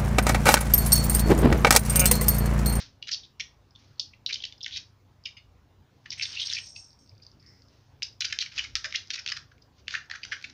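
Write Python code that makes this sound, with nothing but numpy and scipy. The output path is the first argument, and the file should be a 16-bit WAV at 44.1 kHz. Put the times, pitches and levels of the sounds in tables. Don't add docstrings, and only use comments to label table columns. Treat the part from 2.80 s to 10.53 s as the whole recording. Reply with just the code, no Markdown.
import sys
import numpy as np
from scipy import signal
from scipy.fft import rfft, irfft
from scipy.io import wavfile
from scipy.ndimage import uniform_filter1d

SR = 44100
rng = np.random.default_rng(int(sys.argv[2]) if len(sys.argv) > 2 else 0)


def nominal_scale(level):
    x = np.asarray(level, float) / 20
    return 10 ** x


def output_pcm(signal):
    pcm = np.clip(np.atleast_2d(signal).T, -1, 1) * 32767
    wavfile.write(sys.argv[1], SR, np.round(pcm).astype(np.int16))


N = 340893

# t/s, duration/ms, level/dB,
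# loudest f/Hz, spread/octaves
BUCKLING_CREASES = [(0.0012, 3.6, -50, 3850, 0.79), (0.0117, 4, -42.5, 3460, 0.99),
                    (0.2265, 2, -37.5, 4080, 0.37), (0.2272, 2.7, -32, 2890, 0.26),
                    (0.2731, 3.4, -37.5, 3540, 0.71), (0.2829, 5, -36, 3700, 0.54),
                    (0.2914, 4.3, -31.5, 2880, 0.57), (0.3148, 6.4, -28.5, 4700, 0.72),
                    (0.3219, 3.4, -32, 4900, 0.37), (0.3274, 8.2, -27, 4580, 0.32),
                    (0.3371, 2.9, -26, 4470, 0.39), (0.3449, 3.8, -27, 4340, 0.37),
                    (0.3993, 2.3, -47, 3680, 0.4), (0.4356, 7.0, -48, 3700, 0.28),
                    (0.4489, 7.9, -50.5, 3530, 0.32), (0.599, 1.4, -31.5, 3400, 0.64),
                    (0.6038, 5, -30.5, 2340, 0.17), (0.6091, 3.8, -29, 3260, 0.47),
                    (0.9522, 2.1, -48.5, 3530, 0.12), (0.9596, 1.2, -43, 3650, 0.16),
                    (1.181, 6, -63, 4040, 0.5), (1.1973, 1.07, -17.5, 4820, 0.3),
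                    (1.3362, 3.9, -48, 2480, 0.073), (1.4636, 1.3, -18, 3850, 0.27),
                    (1.4917, 6.5, -35.5, 3470, 0.76), (1.5018, 10.5, -33.5, 2480, 0.4),
                    (1.5107, 3.7, -35.5, 2500, 0.29), (1.5284, 4.7, -25.5, 3780, 0.39),
                    (1.5412, 4.7, -27, 4900, 0.53), (1.5581, 1.2, -27, 3070, 0.27),
                    (1.6038, 2.7, -37.5, 3140, 0.19), (1.6234, 4.1, -38, 3530, 0.36),
                    (1.6388, 4.1, -28, 3130, 0.38), (1.6527, 3.5, -31.5, 4140, 0.61),
                    (1.7246, 2, -39, 3500, 0.42), (1.7801, 4.6, -55, 5000, 0.24),
                    (1.808, 1.3, -39.5, 3550, 0.075), (1.8137, 4.6, -39.5, 3520, 0.13),
                   (1.832, 5.7, -34, 5100, 0.29), (1.8452, 1.6, -28, 3600, 0.29),
                   (1.863, 1.6, -27, 3360, 0.46), (1.881, 1.7, -34.5, 3570, 0.35),
                   (1.9107, 1.4, -38, 3260, 0.36), (1.9161, 5.8, -46, 3470, 0.33),
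                   (1.924, 2.6, -37, 3600, 0.17), (1.928, 6.3, -38, 3300, 0.3),
                   (1.938, 7.4, -36, 3730, 0.29), (1.949, 7.6, -37.5, 3370, 0.28),
                   (1.9618, 11.4, -33.5, 3530, 0.42), (1.9733, 6.5, -32, 3870, 0.63),
                   (2.4572, 3.7, -30, 2940, 0.06), (2.572, 11.2, -51.5, 2860, 0.1),
                   (3.2595, 7.6, -42.5, 1770, 0.31), (3.3053, 2.9, -29, 4930, 0.43),
                   (3.318, 5.7, -36, 5070, 0.71), (3.322, 3.1, -43, 3680, 0.68),
                   (3.3276, 3.7, -33.5, 5500, 0.22), (3.335, 2.1, -35.5, 4070, 0.7),
                   (3.378, 18, -47, 2310, 0.31), (3.3975, 3.2, -29, 2360, 0.32),
                   (3.412, 3.8, -28, 2470, 0.31), (3.4252, 11.6, -28, 4180, 0.67),
                   (3.4454, 2.2, -36, 3930, 0.48), (3.4551, 5.4, -30.5, 3470, 0.44),
                   (3.4996, 6.4, -48, 3500, 0.48), (3.5144, 3.5, -47, 5000, 0.47),
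                   (3.522, 1.3, -35, 5100, 0.27), (3.529, 4.1, -39, 5000, 0.42),
                   (3.531, 16, -44.5, 2940, 0.24), (3.5508, 8, -37, 3620, 0.48),
                   (3.564, 2.1, -35, 2700, 0.21), (3.5686, 8, -31.5, 2765, 0.21),
                    (3.583, 12, -36.5, 3570, 0.46), (3.5969, 3.7, -28, 3200, 0.23), (3.602, 4, -29, 3670, 0.29),
                (3.6069, 4.7, -32.5, 3650, 0.47), (3.6163, 2.9, -30, 3140, 0.23),
                (3.6186, 9.1, -30, 3520, 0.29), (3.6298, 4.3, -30, 3340, 0.34),
                (3.6389, 1.3, -31, 3260, 0.23), (3.6615, 3.3, -30, 4700, 0.32),
                (3.6706, 3.6, -27.5, 5020, 0.32), (3.684, 7.2, -41.5, 3450, 0.59),
                (3.6957, 2.9, -34, 3550, 0.49), (3.7013, 3.3, -27, 3730, 0.26),
                (3.7104, 5.2, -34, 3700, 0.56), (3.7164, 7.1, -35, 3550, 0.75),
                (3.7271, 2.9, -28, 3560, 0.71), (3.734, 2.1, -22, 5040, 0.27), (3.747, 14, -32, 4900, 0.8),
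                (3.767, 7.4, -32, 2490, 0.28), (3.778, 1.3, -30, 2420, 0.17),
                (3.7851, 3.4, -29, 2480, 0.39), (3.838, 3.4, -50, 4360, 0.57), (3.848, 16, -60, 4670, 0.61),
                (3.866, 4.3, -48, 5550, 0.4), (3.8717, 7.2, -45.5, 5640, 0.34),
                (3.8877, 4.3, -54, 5480, 0.3), (3.9, 3.4, -62, 5480, 0.23), (3.908, 3.5, -60, 5400, 0.23),
                (3.917, 5.1, -67, 5480, 0.24), (3.9544, 3.3, -58, 5560, 0.19),
                (3.962, 3.2, -53, 3450, 0.06), (5.2226, 1.4, -26, 2480, 0.3),
                (5.229, 3.7, -26.5, 4900, 0.6), (5.233, 2.6, -25, 5330, 0.25),
                (5.4078, 0.77, -20, 5000, 0.66), (5.4104, 3.5, -25.5, 3540, 0.86),
                    (5.4209, 3.8, -25, 2420, 0.35), (5.4467, 3.4, -26, 2970, 0.62),
                 (5.451, 4.7, -24, 5100, 0.73), (5.502, 11, -40.5, 2510, 0.69),
                 (5.527, 3.1, -23.5, 2550, 0.54), (5.589, 0.92, -17, 4080, 0.71),
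                 (5.607, 5.1, -27, 3800, 0.31), (5.614, 5.2, -26, 4070, 0.57),
                 (5.6247, 5.7, -29, 2700, 0.64), (5.6615, 2.9, -34.5, 2320, 0.38),
                 (5.72, 8.9, -46.5, 2470, 0.54), (5.7321, 12, -51, 2950, 0.94),
                 (5.779, 3.6, -30.5, 2600, 0.29), (5.7818, 9, -30, 3000, 0.62),
                 (5.7933, 3.9, -22.5, 2356, 0.23), (5.8393, 3.7, -45, 2950, 0.77),
                 (5.8417, 6.3, -37.5, 2460, 0.9), (5.8496, 1.1, -31, 2220, 0.14),
                 (5.9548, 1.12, -15.5, 4000, 0.88), (5.9604, 11, -32.5, 2180, 0.65),
                 (6.0442, 1.07, -27, 2850, 1.1), (6.0475, 16.7, -31.5, 1770, 0.43),
                 (6.106, 7.7, -47, 3150, 0.99), (6.1257, 1.7, -29.5, 2180, 0.52),
                 (6.1482, 1.14, -23, 2050, 0.24), (6.1512, 4.6, -26.5, 2700, 0.18),
                 (6.1574, 5, -25.5, 3630, 0.34), (6.1717, 12, -52, 3700, 0.42),
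                 (6.2734, 2.3, -48, 5100, 0.41), (6.282, 1.8, -52, 5100, 0.39),
                 (6.3053, 2.56, -25.5, 3270, 0.79), (6.3102, 3.1, -29.5, 2650, 0.5),
                 (6.3357, 2.2, -33, 4500, 0.56), (6.338, 10, -31.5, 3150, 0.65),
                 (6.357, 5.1, -33.5, 2860, 0.8), (6.3786, 11, -39, 2230, 0.38),
                    (6.392, 2.1, -44, 3700, 0.47), (6.3973, 2.1, -36, 3160, 1.1),
                  (6.4446, 2.3, -50.2, 4260, 0.52), (6.4503, 3.5, -56, 3900, 0.66),
                  (6.4633, 1.5, -24.5, 2640, 0.63), (6.4771, 0.58, -20, 2860, 0.5),
                  (6.4878, 2, -28, 3230, 0.92), (6.491, 4.8, -32, 3360, 0.71),
                  (6.5006, 3, -31.5, 3250, 0.84), (6.5203, 4.2, -25.5, 2830, 1),
                  (6.5602, 2.4, -43, 2610, 0.44), (6.567, 8.5, -35, 2320, 0.98),
                  (6.717, 7.3, -55.5, 1585, 0.24), (7.0718, 1.7, -49.5, 2710, 0.18),
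                  (7.0821, 1.5, -23.5, 2240, 0.46), (7.109, 2, -32, 2660, 0.76),
                  (7.1218, 2, -39, 2850, 0.69), (7.1287, 4.1, -40, 2660, 0.83),
                  (7.1404, 2.76, -26, 1680, 0.37), (7.1507, 4.9, -23, 1785, 0.26),
                  (7.2427, 7.6, -53.5, 1770, 0.23), (7.2582, 3.2, -63, 6440, 0.15),
                  (7.3, 1.34, -33, 1720, 0.37), (7.3136, 2, -26.5, 1850, 0.36),
                  (7.3366, 3.3, -36, 1650, 0.069), (7.3519, 6.3, -38, 1690, 0.26),
                  (7.3577, 4.5, -38, 1800, 0.56), (7.4183, 5.9, -59, 2690, 0.59),
                  (7.4346, 5.8, -35, 2530, 0.16), (7.451, 2.8, -35, 3300, 1), (7.516, 1.5, -39, 2250, 0.58),
                  (7.523, 10.3, -27.5, 1736, 0.28), (7.614, 1.2, -45, 2520, 0.52),
                  (7.6265, 1.9, -42.5, 3500, 0.88), (7.644, 8.1, -34, 2320, 0.33),
                  (7.6982, 5, -46.5, 3800, 0.94)]
SECOND_CREASES = [(0.6011, 7.1, -36.5, 5480, 0.28), (1.2, 1.3, -24.5, 3600, 0.18),
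                  (1.2007, 3.2, -29.5, 5100, 0.31), (1.8636, 2.9, -32, 2080, 0.16),
                  (2.4571, 3.7, -32.5, 5020, 0.055), (3.325, 9.2, -42.5, 2340, 0.18),
                  (3.425, 17, -32.5, 5300, 0.26), (3.962, 3.8, -40.5, 2620, 0.065),
                  (3.962, 3.3, -40, 4750, 0.08), (4.317, 1.9, -64, 2380, 0.17),
                  (4.369, 1.8, -67, 2350, 0.16), (5.484, 7, -44.5, 4900, 0.46),
                  (5.5274, 1.8, -29, 5800, 0.48), (5.53, 2.4, -32, 1820, 0.22),
                  (5.9684, 3.2, -33, 4570, 0.69), (6.142, 3.7, -33.5, 2000, 0.33),
                  (6.1584, 4, -27, 5800, 0.36), (6.521, 4, -31.5, 1730, 0.11),
                  (6.392, 8.1, -37.5, 5320, 0.15), (4.399, 3.2, -64, 2470, 0.15),
                  (6.781, 1.5, -58, 2300, 0.36), (7.434, 5.8, -37.5, 4700, 0.16)]
# t/s, duration/ms, level/dB
CLAW_TICKS = [(0.9083, 1.5, -55), (2.439, 1.2, -48.5), (4.106, 2.2, -53), (4.131, 0.5, -47),
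              (4.262, 1, -59), (4.276, 1.1, -56), (4.294, 1.7, -47.5), (4.3519, 1.4, -59),
              (4.38, 1.9, -55.5), (4.422, 6.6, -52), (4.433, 5.8, -52), (4.45, 0.58, -48),
              (4.4666, 0.77, -38.5), (4.516, 1.1, -51.5), (4.599, 3.9, -58.5), (4.6272, 2.2, -56),
              (4.664, 1.1, -50), (4.821, 0.46, -46.5), (4.884, 3.6, -59.5), (6.821, 6.5, -56)]
# t/s of the peak, rise/s, fall/s, level/dB, brightness f/Hz
SLIDES = [
    (0, 0.011, 0.074, -40, 4480),
    (0.992, 0.037, 0.34, -64.5, 4350),
    (3.5, 0.18, 0.32, -46, 4400),
    (3.649, 0.067, 0.21, -48, 4580),
    (4.928, 0.08, 0.41, -69, 5030),
    (5.771, 0.032, 0.14, -40, 3520),
    (6.142, 0.026, 0.2, -51.5, 3600),
    (7, 0.054, 0.018, -61.5, 4000),
    (7.131, 0.045, 0.066, -41.5, 4200),
    (7.502, 0.088, 0.41, -57, 5430),
]
# f/Hz, level/dB
MIC_RESPONSE = [(700, -11.5), (1100, -6), (1500, -2), (5500, 2.5), (6500, -4), (7500, -23), (9000, -37.5),
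                (13500, -47), (15200, -46), (16000, -72.5)]
# f/Hz, T60/s
ROOM_DECAY = [(1000, 0.35), (2500, 0.2), (5000, 0.25), (7000, 0.22), (12000, 0.19)]
# multiple of the idle rate, level/dB
ENGINE_ORDERS = [(4, -77), (5, -76), (6, -77), (7, -70), (8, -72.5), (9, -78.5), (10, -75), (20, -83.5)]
# f/Hz, level/dB per Hz
HISS_SPECTRUM = [(20, -16.5), (44, -22.5), (54, -7.5), (103, -1), (138, -14.5), (160, -10.5), (285, -14.5),
                 (610, -20.5), (1020, -21.5), (1840, -29), (5300, -34), (6500, -37), (8200, -49),
                 (13600, -48.5), (15300, -38.5), (15900, -67)]
# t/s, peak level/dB
CRACK_TIMES = [(1.1987, -47.5), (3.424, -53.5), (3.6531, -61), (3.8612, -50), (5.406, -38.5),
               (5.4525, -45.5), (5.589, -56), (5.953, -45.5), (6.52, -64), (7.313, -58), (7.624, -57)]
# t/s, peak level/dB
TOY_KNOCKS = [
    (2.457, -43),
    (2.568, -51.5),
]
# f/Hz, blur/Hz, level/dB, T60/s
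TOY_MODES = [(2860, 147, 0.5, 0.2), (3620, 50, -10, 0.3), (4410, 57, -5.5, 0.15), (6310, 80, -7.5, 0.1),
             (2330, 390, 4.5, 0.12), (5000, 270, 4.5, 0.077)]
# t/s, f/Hz, level/dB, duration/s
PAW_THUDS = [
    (2.644, 57.8, -45, 0.13),
    (4.296, 100.7, -43, 0.094),
    (5.742, 66, -43.5, 0.22),
    (5.915, 55.5, -45, 0.15),
    (6.043, 601, -44.5, 0.067),
    (6.978, 89.5, -44.5, 0.17),
    (7.286, 808, -51, 0.075),
    (7.638, 257, -49, 0.22),
    (4.614, 2014, -56.5, 0.22),
]
# t/s, peak level/dB
BELL_STROKES = [(3.3789, -54.5), (3.4241, -57.5), (3.4391, -63), (3.4622, -57), (3.488, -62),
                (3.5137, -58.5), (3.6063, -52), (3.649, -50), (3.71, -53), (3.787, -52), (3.8389, -54),
                (3.8864, -54.5), (3.95, -57.5), (3.9664, -55.5), (3.985, -55.5), (4.008, -63), (4.04, -66),
                (4.111, -79.5), (4.188, -68), (4.215, -70.5)]
# f/Hz, blur/Hz, level/dB, T60/s
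BELL_MODES = [(8250, 120, -5, 0.29), (5500, 360, 9, 0.36), (8700, 1200, -13.5, 0.2), (6320, 390, 2.5, 0.24),
              (4700, 630, 1.5, 0.098)]
# t/s, peak level/dB
SHAKE_STROKE = [(3.655, -71.5)]
# f/Hz, blur/Hz, level/dB, T60/s
SHAKE_MODE = [(15000, 800, 0.94, 0.3)]
# t/s, peak level/dB
FAR_STROKES = [
    (4.6, -66.5),
    (4.66, -56.5),
]
# f/Hz, blur/Hz, level/dB, T60/s
FAR_MODES = [(5160, 940, -2, 1), (5360, 110, -1.5, 0.5), (5020, 110, -3.5, 0.45)]
# t/s, peak level/dB
SHEET_LANDINGS = [
    (7.152, -48),
    (7.314, -39),
    (7.358, -52),
    (7.526, -37),
]
# f/Hz, blur/Hz, level/dB, T60/s
SLACK_MODE = [(1770, 600, -8, 0.21)]


def evened(x):
    return x / np.sqrt(np.mean(x ** 2) + 1e-20)


def read(points, hz):
    f, value = np.transpose(points)
    return np.interp(np.log(hz + 1), np.log(f + 1), value)


def add(mix, s, sound):
    part = mix[max(round(s * SR), 0):][:len(sound)]
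    part += sound[:len(part)]


def causal(db):
    cepstrum = irfft(np.log(nominal_scale(db)))
    half = cepstrum.shape[-1] // 2
    cepstrum[..., 1:half] *= 2
    cepstrum[..., half + 1:] = 0
    return np.exp(rfft(cepstrum))


def drift(per_s):
    knot_rate = 200
    knots = rng.standard_normal(int(N / SR * knot_rate) + 2)
    span = int(knot_rate / per_s)
    smooth = evened(uniform_filter1d(uniform_filter1d(knots, span), span))
    return np.interp(np.arange(N) * knot_rate / SR, np.arange(len(knots)), smooth)


def blurred(hz, blur_hz, count):
    pole = np.exp(-np.pi * blur_hz / SR)
    noise = rng.standard_normal((2, count + 2000))
    wander = signal.lfilter([1], np.poly([pole, pole]), noise)[:, 2000:]
    turn = 2 * np.pi * hz * np.arange(count) / SR
    return evened(wander[0] * np.cos(turn) + wander[1] * np.sin(turn))


def creases():
    ticks = [(*tick, 4900, 0.21) for tick in CLAW_TICKS]
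    return np.vstack([BUCKLING_CREASES,
                      ticks, SECOND_CREASES])


def crease_clicks(ms, t, luck, sizes, air):
    snap = (t == 0) & (ms < 3)
    click_db = np.where(snap, 11, 4.5 * sizes)
    clicks = ((luck > 1.4) | snap) * np.sign(air) * nominal_scale(click_db) + 0.58 * 0.24 * air
    rise = np.clip(t / (0.0013 + 0.39 * ms / 1000) + 1.04, 0, 1)
    creep = nominal_scale(-23.0) * np.exp(np.minimum(t, 0) / 0.012) * (t > 0.95 * t[0]) * (ms > 1.5)
    fall = np.clip((ms / 1000 - t) / (0.00098 + 0.35 * ms / 1000) + 0.5, 0, 1)
    return clicks * np.maximum(rise, creep) * fall


def crease_band(f, hz, octaves, luck):
    width = np.maximum(1.38 * abs(octaves) ** 2.3, 0.065)
    taut = 1 + 1.7 * np.clip(0.35 - octaves, 0, 1)
    rings_db = -8.5 * taut * np.log10(1 + (np.log2(f / hz) / width) ** 2)
    low_hz = np.maximum(hz * 2 ** (-1.58 * octaves), 1370)
    low_cut_db = np.minimum(54.0 * np.maximum(np.log2(low_hz / f), 0) ** 2, 45)
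    mottle = evened(uniform_filter1d(uniform_filter1d(luck[:, :len(f)], size=18), size=18))
    return read(MIC_RESPONSE, f) + 2.8 * mottle - low_cut_db, rings_db


def sheet():
    size, lead = 2048, 384
    s, ms, db, hz, octaves = creases().T[:, :, None]
    t = (np.arange(size) - lead) / SR
    f = np.fft.rfftfreq(size, 1 / SR) + 1
    luck, sizes, air = rng.standard_normal((len(s), size, 3)).transpose(2, 0, 1)
    push = rfft(crease_clicks(ms, t, luck, sizes, air))
    push /= np.sqrt(uniform_filter1d(abs(push) ** 2, size=30) + 1e-12)
    shape_db, rings_db = crease_band(f, hz, octaves, luck)
    colours_db = np.array([shape_db + rings_db, shape_db + 0.71 * rings_db])
    bursts = irfft(push * causal(colours_db))
    bursts *= nominal_scale(db) * np.sqrt(ms / 1000 * SR / (bursts ** 2).sum(2, keepdims=True))
    out = np.zeros((2, N + lead))
    for mix, heard in zip(out, bursts):
        for at, burst in zip(s[:, 0] - 0.0003, heard):
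            add(mix, at, burst)
    return out[:, lead:]


def rustle():
    out = np.zeros(N)
    f = np.arange(SR // 2 + 1) + 1.0
    for s, rise, fall, db, hz in SLIDES:
        t = np.arange(-round(2 * min(rise, s / 2) * SR), round(2 * fall * SR)) / SR
        sizes = nominal_scale(2.5 * np.minimum(rng.exponential(1, SR), 5))
        shower = sizes * (rng.random(SR) < 2500 / SR) * rng.choice([-1., 1.], SR)
        hump = np.exp(-0.5 * np.log2(f / hz) ** 2)
        band = nominal_scale(read(MIC_RESPONSE, f)) * (hump + 1.0)
        crinkle = evened(irfft(rfft(shower) * band))
        swell_db = db - 20 * np.maximum(-t / rise, t / fall)
        add(out, s + t[0], nominal_scale(swell_db) * crinkle[:len(t)])
    return out


def room(x):
    length, spacing = SR // 2, 12
    taps = np.zeros((3, length))
    slots = np.arange(120, length - spacing, spacing)
    at = slots + rng.integers(0, spacing, (3, len(slots)))
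    np.put_along_axis(taps, at, rng.choice([-1., 1.], at.shape), 1)
    hz, t, z = signal.stft(taps, SR, nperseg=128)
    decay = nominal_scale(-60 * t / read(ROOM_DECAY, hz)[:, None])
    tails = signal.istft(z * decay, SR, nperseg=128)[1]
    turn = np.arange(N) / SR * 23 + np.arange(3)[:, None] / 3
    shares = np.sqrt(2 / 3) * np.cos(np.pi * turn)
    wet = signal.fftconvolve(x * shares, tails / np.linalg.norm(tails[0]), axes=1)
    return wet.sum(0)[:N]


def engine():
    idle_hz = 13.55
    turns = np.cumsum(idle_hz * (1 + 0.0074 * drift(1.855))) / SR
    out = np.zeros(N)
    for k, db in ENGINE_ORDERS:
        level = nominal_scale(db + 4.5 + 4.0 * drift(4.8))
        out += level * np.sin(2 * np.pi * (k * turns + k % 2 / 4))
    return out


def hiss():
    frames, hz = N // 512 + 5, np.fft.rfftfreq(2048, 1 / SR)
    a, b, patches = rng.standard_normal((frames, 1025, 3)).T
    patches = evened(uniform_filter1d(uniform_filter1d(patches, 16, 0), 6, 1))
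    z = (a + 1j * b) * nominal_scale(read(HISS_SPECTRUM, hz)[:, None] + 2.26 * patches)
    noise = signal.istft(z, nperseg=2048, noverlap=1536)[1][:N]
    return nominal_scale(-55.5 - 7.0) * evened(noise)


def cracks():
    t, out = np.arange(1500) / SR, np.zeros(N)
    band = signal.butter(4, [7500, 16500], "bandpass", fs=SR, output="sos")
    soften = signal.butter(2, 9000, fs=SR, output="sos")
    high = np.vstack([band, soften])
    for s, db in CRACK_TIMES:
        envelope = nominal_scale(db + 1 - 60 * t / 0.018) * np.minimum(t / 0.00075, 1)
        add(out, s, envelope * signal.sosfilt(high, rng.standard_normal(len(t))))
    return out


def struck(strokes, modes):
    t, out = np.arange(SR // 2) / SR, np.zeros(N)
    for s, db in strokes:
        for hz, blur_hz, mode_db, t60 in modes:
            envelope = nominal_scale(db - 3.0 + mode_db - 60 * t / t60) * np.minimum(t / 0.002, 1)
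            add(out, s, envelope * blurred(hz, blur_hz, len(t)))
    return out


def thuds():
    out = np.zeros(N)
    for s, hz, db, length in PAW_THUDS:
        u = np.arange(round(2 * length * SR)) / SR / length
        swell = 3 * u * np.exp(1 - 3 * u) * (2 - u) / 2
        add(out, s, nominal_scale(db - 10.5) * swell * blurred(hz, 0.25 * hz, len(u)))
    return out


def scene():
    direct, to_walls = sheet()
    near = rustle() + cracks() + struck(TOY_KNOCKS, TOY_MODES)
    near += struck(BELL_STROKES, BELL_MODES) + struck(SHAKE_STROKE, SHAKE_MODE)
    near += struck(FAR_STROKES, FAR_MODES) + struck(SHEET_LANDINGS, SLACK_MODE)
    reverberation = nominal_scale(-7.5) * room(to_walls + near)
    return (direct + near + reverberation + engine() + hiss() + thuds())[None]


def top_cut(x):
    return signal.sosfilt(signal.butter(12, 15655, fs=SR, output="sos"), x)


def record(dry):
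    return top_cut(dry)


dry = scene()
out = record(dry)
output_pcm(out)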